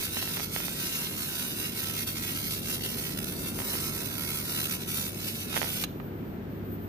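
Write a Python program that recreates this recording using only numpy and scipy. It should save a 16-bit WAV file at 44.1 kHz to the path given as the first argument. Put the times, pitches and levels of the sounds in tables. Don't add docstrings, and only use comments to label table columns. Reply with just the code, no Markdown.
import sys
import numpy as np
from scipy import signal
from scipy.fft import rfft, irfft
from scipy.io import wavfile
from scipy.ndimage import uniform_filter1d, map_coordinates

SR = 44100
rng = np.random.default_rng(int(sys.argv[2]) if len(sys.argv) > 2 else 0)


def pcm_store(signal):
    levels = np.round(np.clip(np.atleast_2d(signal), -1, 1) * 32767)
    wavfile.write(sys.argv[1], SR, levels.astype(np.int16).T)


N = 303408
TIME = np.arange(N) / SR
HZ = np.fft.rfftfreq(N, 1 / SR)
SWEEP_HZ = 73.45


def amp(db):
    return 10 ** (np.asarray(db) / 20)


def unit(x):
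    return x / np.sqrt(np.mean(x ** 2) + 1e-20)


def steady(x, size=4200):
    power = uniform_filter1d(np.mean(x ** 2, axis=0), size)
    return x / np.sqrt(abs(power) + 1e-20)


def at_hz(rows, column=1):
    rows = np.array(rows)
    return np.interp(np.log(HZ + 1), np.log(rows[:, 0]), rows[:, column])


def curves(rows):
    time_s, *columns = np.transpose(rows)
    return [np.interp(TIME, time_s, column) for column in columns]


def wander(hz):
    return unit(irfft(rfft(rng.standard_normal(N)) / (1 + (HZ / hz) ** 4), N))


def random_path(spread, knots):
    return np.interp(TIME, np.linspace(0, TIME[-1], knots), spread * rng.standard_normal(knots))


def add(mix, start_s, sound):
    part = mix[round(start_s * SR):][:len(sound)]
    part += sound[:len(part)]


def echoes(t60_s, size=8000):
    t = TIME[:size]
    taps = rng.standard_normal(size) * (rng.random(size) < .15)
    taps *= (t > .0006) * amp(-60 * t / t60_s)
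    return rfft(taps / np.linalg.norm(taps), N)


def tones(rows, waver_rad, waver_hz, swell_db, swell_hz):
    out = np.zeros(N)
    for hz, db in rows:
        gain = np.sqrt(2) * amp(db + swell_db * wander(swell_hz))
        out += gain * np.sin(2 * np.pi * (hz * TIME + rng.random()) + waver_rad * wander(waver_hz))
    return out


# freq_hz, density_db
FAN_SPECTRUM = [(25, -30), (69, -7), (93, -7), (125, -6.5), (207, -3), (394, -9.5), (515, -15.5),
                (1090, -26.5), (1500, -26), (3090, -36.5), (7000, -51.5), (11200, -59), (13800, -41),
                (15000, -58)]
# freq_hz, coherence
FAN_COHERENCE = [(60, 0.95), (120, 1), (250, 0.81), (500, 0.63), (1000, 0.27), (4000, 0.036)]
# pitch_hz, relative_db
MOTOR_HUM = [(49, -19.5), (100, -9.5), (148, -11.5), (181, -12.5), (229, -14.5), (346, -18.5), (390, -18)]
# time_s, gain_db
MACHINE_GAIN = [(0, -40.5), (2, -40.5), (3.4, -37), (4.3, -39), (5.5, -39.5), (6.2, -37), (6.88, -37.5)]


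def machines(fans_db=-1.24, left_db=.62, left_lag_s=.00025):
    left, stray = rfft(rng.standard_normal((2, N)))
    coherence = at_hz(FAN_COHERENCE)
    right = coherence * left + np.sqrt(1 - coherence ** 2) * stray
    colour = amp(at_hz(FAN_SPECTRUM)) / (1 + (36 / (HZ + 1)) ** 4)
    fans = unit(irfft(np.array([left, right]) * colour, N))
    hum = tones(MOTOR_HUM, waver_rad=.39, waver_hz=2, swell_db=1.7, swell_hz=.8)
    out = amp(curves(MACHINE_GAIN)[0]) * (amp(fans_db) * fans + hum)
    out[0] = amp(left_db) * np.interp(TIME - left_lag_s, TIME, out[0])
    return out


# pitch_hz, relative_db
WHINE_TONES = [(13081, -20), (13752, 0), (14411, -14)]
# time_s, gain_db
WHINE_GAIN = [(0, -56), (2.5, -48), (4.2, -68), (5.9, -54), (6.55, -61), (6.73, -51.5), (6.88, -53)]


def inverter(left_phase_rad=2):
    whine = tones(WHINE_TONES, waver_rad=.8, waver_hz=12, swell_db=2.6, swell_hz=12)
    phases = np.array([[np.exp(1j * left_phase_rad)], [1]])
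    return amp(curves(WHINE_GAIN)[0]) * irfft(rfft(whine) * phases, N)


def puff(hz, body):
    angle = 2 * np.pi * hz * (TIME[:200] - .001)
    swing = 1 / (1 - .7j * angle) ** 2
    rebound = body / (1 - .3j * (angle - 8)) ** 2
    return (np.exp(2j * np.pi * rng.random()) * (swing - rebound)).real


# start_s, level_db, pitch_hz, ring_relative_db
GRIP_CLICKS = [(5.8385, -13.5, 2000, 5.5), (6.001, -22, 1040, -28)]
# pitch_hz, relative_db, t60_s
GRIP_MODES = [(1680, -6, .035), (2570, -5, .012), (2830, 1, .019), (3070, -6, .016), (3260, -15, .08),
              (3600, 0, .018), (4000, -2, .024), (4750, -8, .015), (5650, -9, .015), (6500, -4, .02)]


def trigger(left_db=-7, wet=.48):
    out, t = np.zeros(N), TIME[:6000]
    ring = sum(amp(db - 60 * t / t60_s) * np.sin(2 * np.pi * hz * t) for hz, db, t60_s in GRIP_MODES)
    ring /= abs(ring).max()
    for start_s, level_db, pitch_hz, ring_db in GRIP_CLICKS:
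        add(out, start_s, amp(level_db + ring_db) * ring)
        add(out, start_s - .001, amp(level_db) * puff(pitch_hz, body=.1))
    paths = np.array([amp(left_db) * echoes(.042), 1 + wet * echoes(.036)])
    return irfft(rfft(out) * paths, N)


# start_s, level_db
FLAKE_POPS = [(0.17, -11.5), (0.227, -12.5), (0.276, -15.5), (0.371, -15.5), (0.377, -16), (0.398, -12.5),
              (0.405, -16), (0.563, -8.5), (0.604, -16), (0.642, -19), (0.683, -15), (1.022, -18),
              (3.59, -14), (3.603, -13.5), (3.619, -15), (3.741, -16), (3.754, -15.5), (5.529, -18),
              (5.543, -16), (5.562, -10.5), (5.567, -5.5), (5.571, -15), (5.576, -7), (5.617, -5.5),
              (5.622, -17), (5.63, -7.5), (5.644, -12.5), (5.658, -20), (5.671, -17)]


def flakes(gain_db=-1.3, left_db=-19, base_hz=1540, hz_per_db=24, dull_hz=4300):
    out = np.zeros(N)
    for start_s, level_db in FLAKE_POPS:
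        pitch_hz = base_hz - hz_per_db * level_db
        add(out, start_s - .001, amp(level_db + gain_db) * puff(pitch_hz, body=.2))
    dulled = rfft(out) / (1 + (HZ / dull_hz) ** 8)
    paths = np.array([amp(left_db) * echoes(.025), 1 + .25 * echoes(.008)])
    return irfft(dulled * paths, N)


def bounces(hiss, delays_s=(.0008, .0035), sway_s=.00012, gain=.26, above_hz=1700, count=10):
    bright = signal.sosfilt(signal.butter(2, above_hz, "high", fs=SR, output="sos"), hiss)
    out = hiss.copy()
    for delay_s in rng.uniform(*delays_s, count):
        sent_s = TIME - delay_s - random_path(sway_s, knots=30)
        out += gain * np.array([np.interp(sent_s, TIME, channel) for channel in bright])
    return out


def surface(life_sweeps, shape):
    surviving = np.exp(-1 / life_sweeps)
    return unit(signal.lfilter([1], [1, -surviving], rng.standard_normal(shape), axis=0))


def vapour(place, grain_sweeps=1.4, edge_sweeps=9, patchy_db=3, edge_db=6, creep=.0263, edge_count=9):
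    rows, spots = int(N / SR * SWEEP_HZ) + 6, 600
    patches = unit(uniform_filter1d(surface(edge_sweeps, (rows, spots)), 40, axis=1))
    specks = surface(grain_sweeps, (rows, spots)) * amp(patchy_db * patches)
    grain = map_coordinates(specks.ravel(), [place * spots], order=3, mode="wrap")
    edges, near = np.zeros(N), np.arange(-4, 5)
    for edge in range(edge_count):
        passes = place + (edge + rng.random()) / edge_count + random_path(creep, knots=14)
        crossed = np.flatnonzero(np.diff(np.floor(passes)) > 0)
        late_samples = (passes[crossed + 1] % 1) * SR / SWEEP_HZ
        kicks = rng.choice([-1, 1]) * amp(edge_db * np.tanh(surface(edge_sweeps, rows)))
        pulses = kicks[:len(crossed), None] * np.sinc(near + late_samples[:, None])
        np.add.at(edges, (crossed[:, None] + near) % N, pulses)
    return rfft(np.array([unit(grain), unit(edges)]))


# freq_hz, left_db, right_db
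HISS_SPECTRUM = [(800, -19.3, -15), (1090, -14.5, -12.5), (1460, -11, -5.3), (1640, -12.5, -10.5),
                 (2174, -6, -2.2), (2400, -12.5, -10), (2610, -3.6, -3.6), (3100, -2, -3.3), (3590, -6, -4),
                 (4200, -11, -4.3), (5500, -13, -4.8), (6530, -12.5, -5.5), (7300, -14.5, -14),
                 (8540, -9.5, -8), (9950, -8, -5.3), (12400, -5.3, -3), (14700, -3.3, -1.3)]
# freq_hz, share, lag_rad
LEFT_DIFFRACTION = [(700, .8, .5), (1000, 0.75, 0.65), (1190, 0.66, 1.95), (1490, 0.9, 1.12),
                    (1680, 0.56, 1.15), (2090, 0.66, 1.85), (2400, 0.2, 1.76), (2650, 0.62, 2.18),
                    (2980, .9, 3.04), (3375, .82, 3.2), (3730, 0.35, 4.3), (4150, 0, 5.5), (9000, 0, 7.4),
                    (15100, 0.22, 12.8)]


def plume(place, hollow, hollow_hz=3150, half_width_hz=450):
    direct, stray = vapour(place), vapour(place)
    opposed_band = np.exp(-((HZ - hollow_hz) / half_width_hz) ** 4)
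    stray = stray - rfft(irfft(stray * opposed_band, N) * hollow)
    share, lag_rad = at_hz(LEFT_DIFFRACTION, 1), at_hz(LEFT_DIFFRACTION, 2)
    left = share * np.exp(-1j * lag_rad) * direct + np.sqrt(1 - share ** 2) * stray
    pair = np.array([left * amp(at_hz(HISS_SPECTRUM, 1)), direct * amp(at_hz(HISS_SPECTRUM, 2))])
    return pair / (1 + (350 / (HZ + 1)) ** 4)


# harmonic, relative_db
TURN_OVERTONES = [(13, -12), (14, -18), (15, -20), (16, -18), (18, -15.5), (19, -15.5), (20, -14.5),
                  (21, -18)]


def beam_turns(mirror, left_db=-6):
    overtones = sum(amp(db) * np.cos(2 * np.pi * (harmonic * mirror + rng.random()))
                    for harmonic, db in TURN_OVERTONES)
    return amp([[left_db], [0]]) * np.sqrt(2) * overtones


# time_s, level_db
BITE_LEVEL = [(0.0, -39.9), (0.045, -39.3), (0.109, -44.5), (0.163, -39.3), (0.218, -39), (0.245, -42),
              (0.444, -40), (0.472, -47), (0.508, -49), (0.553, -39.5), (0.753, -44.5), (0.862, -38),
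              (0.907, -42.5), (0.943, -38.5), (0.998, -41), (1.034, -39.5), (1.134, -45), (1.206, -40.5),
              (1.342, -42.5), (1.397, -39), (1.533, -44.5), (1.642, -38), (1.714, -48), (1.77, -41.5),
              (1.86, -40.5), (1.923, -43.5), (2.025, -37.8), (2.059, -50.5), (2.077, -38), (2.095, -40),
              (2.141, -48), (2.168, -40.5), (2.313, -41), (2.34, -43.4), (2.367, -39.5), (2.458, -43.5),
              (2.531, -38.5), (2.612, -48.5), (2.685, -39.5), (2.776, -41), (2.803, -48), (2.848, -39.3),
              (2.875, -41.5), (2.957, -44.5), (2.993, -40.7), (3.093, -43), (3.156, -50), (3.184, -41.4),
              (3.211, -45.5), (3.256, -44.5), (3.41, -48), (3.483, -41.5), (3.528, -47.5), (3.556, -48.1),
              (3.592, -43.5), (3.628, -43.2), (3.701, -39.0), (3.873, -43), (4.127, -43), (4.372, -40.5),
              (4.44, -45), (4.5, -40), (4.553, -38.5), (4.653, -40), (4.689, -41.5), (4.726, -39),
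              (4.753, -40.5), (4.78, -50), (4.825, -44.5), (4.862, -51), (4.88, -44), (4.961, -39.5),
              (5.079, -43), (5.116, -48), (5.152, -43), (5.179, -50.3), (5.228, -42.5), (5.297, -42),
              (5.342, -47.5), (5.433, -44), (5.469, -50.2), (5.569, -37.5), (5.615, -42), (5.696, -41),
              (5.723, -43), (5.769, -40.5), (5.823, -40.5)]
# centre_s, rise_db
RIM_SPITS = [(3.1755, 9), (3.189, 8.5), (3.203, 4), (3.245, 9.5), (5.118, 5), (5.131, 4), (5.145, 5),
             (5.158, 6)]


def bite_db(spit_s=.0067, lull_db=4, lull_s=.021):
    level_db = curves(BITE_LEVEL)[0]
    for centre_s, rise_db in RIM_SPITS:
        level_db += rise_db * np.exp(-(2 * (TIME - centre_s) / spit_s) ** 4)
        level_db -= lull_db * np.exp(-(2 * (TIME - centre_s) / lull_s) ** 2)
    return level_db


# time_s, offset_sweeps
HOT_SPOT_PATH = [(0, .97), (1.35, .62), (3.3, .19), (4.7, .14), (5.8, 0)]
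# time_s, buzz_db, sizzle_db, fizz_db, turns_db, hollow_share
METAL_COLOUR = [(0, -10.5, -1, 4.5, -4, .1), (0.35, -8.5, -1, 4.6, 1, 0), (0.55, -10, -1.5, 4.2, 2, 0),
                (0.95, -10.5, -.4, 4, 2, 0.13), (1.2, -8.5, -1.3, 4.9, 3, 0.37), (1.7, -9.5, -1, 4.7, 2, 0),
                (2.15, -10.5, -1.3, 5, 0, 0), (2.45, -12, -.5, 4.7, -3, 0), (2.75, -9.5, -.3, 5, -4, 0),
                (2.95, -10.5, 0, 5, -4, 0.15), (3.2, -9, -1, 4.9, -3, 0), (3.45, -8, -1.5, 6.6, -1, 0),
                (3.7, -7.5, -2, 5.8, 5, 0.94), (4.0, -8.5, -1.6, 5.7, 5.5, 0.95),
                (4.35, -9.5, -2, 5.8, 3, 0.85), (4.6, -7.5, .5, 5.2, 0, .8), (5.0, -9, -.4, 5.5, -2, 0.6),
                (5.35, -13.5, -1, 5.2, -2, .2), (5.56, -6, 0.3, 4.4, 0, .2), (5.82, -12.5, -1, 6, -2, 0.48)]
# time_s, depth_factor
THROB_DEPTH = [(0, 1.2), (.35, .5), (.9, .55), (1.3, 1.1), (1.8, .75), (2.3, 1), (2.75, 1.8), (3.1, 1.2),
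               (3.5, .6), (4.1, 1.2), (4.65, 1.8), (5, 1.3), (5.35, .6), (5.8, .8)]
# buzz_db, sizzle_db, rasp_db, fizz_db
BAND_THROB = (3.6, 3.2, 1, 1.4)


def laser(off_s=5.85, fade_s=.007, flutter_db=1.1, flutter_hz=45, tremor_db=.7, tremor_hz=14):
    mirror = SWEEP_HZ * TIME + 2 + .015 * wander(.91)
    place = mirror - curves(HOT_SPOT_PATH)[0]
    buzz_db, sizzle_db, fizz_db, turns_db, hollow = curves(METAL_COLOUR)
    throb = curves(THROB_DEPTH)[0] * np.cos(2 * np.pi * place)
    grain, edges = plume(place, hollow).swapaxes(0, 1)
    tops_hz, edge_gains = (1750, 3800, 7400, 15600), (.9, .4, .33, .42)
    levels_db = (buzz_db - .8, sizzle_db - 1.4, -2, fizz_db - .8)
    bands = np.diff([1 / (1 + (HZ / hz) ** 30) for hz in tops_hz], axis=0, prepend=0)
    hiss = np.zeros((2, N))
    for band, edge_gain, throb_db, level_db in zip(bands, edge_gains, BAND_THROB, levels_db):
        noise = irfft((grain + edge_gain * edges) * band, N)
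        focus_db = tremor_db * wander(tremor_hz)
        hiss += amp(level_db + focus_db) * steady(noise * amp(throb * throb_db))
    turns = amp(buzz_db + turns_db) * beam_turns(mirror)
    beam_on = np.clip((off_s - TIME) / fade_s + .5, 0, 1)
    return (bounces(hiss) + turns) * amp(bite_db() + flutter_db * wander(flutter_hz)) * beam_on


def scene(room_db=-16, room_t60_s=.55, room_hz=9000):
    tool = laser() + flakes() + trigger()
    walls = np.array([echoes(room_t60_s, size=20000) for _ in range(2)])
    room = irfft(rfft(tool) * walls / (1 + (HZ / room_hz) ** 2), N)
    return tool + amp(room_db) * room + machines() + inverter()


def record(dry, cutoff_hz=15100):
    lowpass = signal.firwin(511, cutoff_hz, window=("kaiser", 9), fs=SR)
    return signal.oaconvolve(dry, lowpass[None], "same")


dry = scene()
out = record(dry)
pcm_store(out)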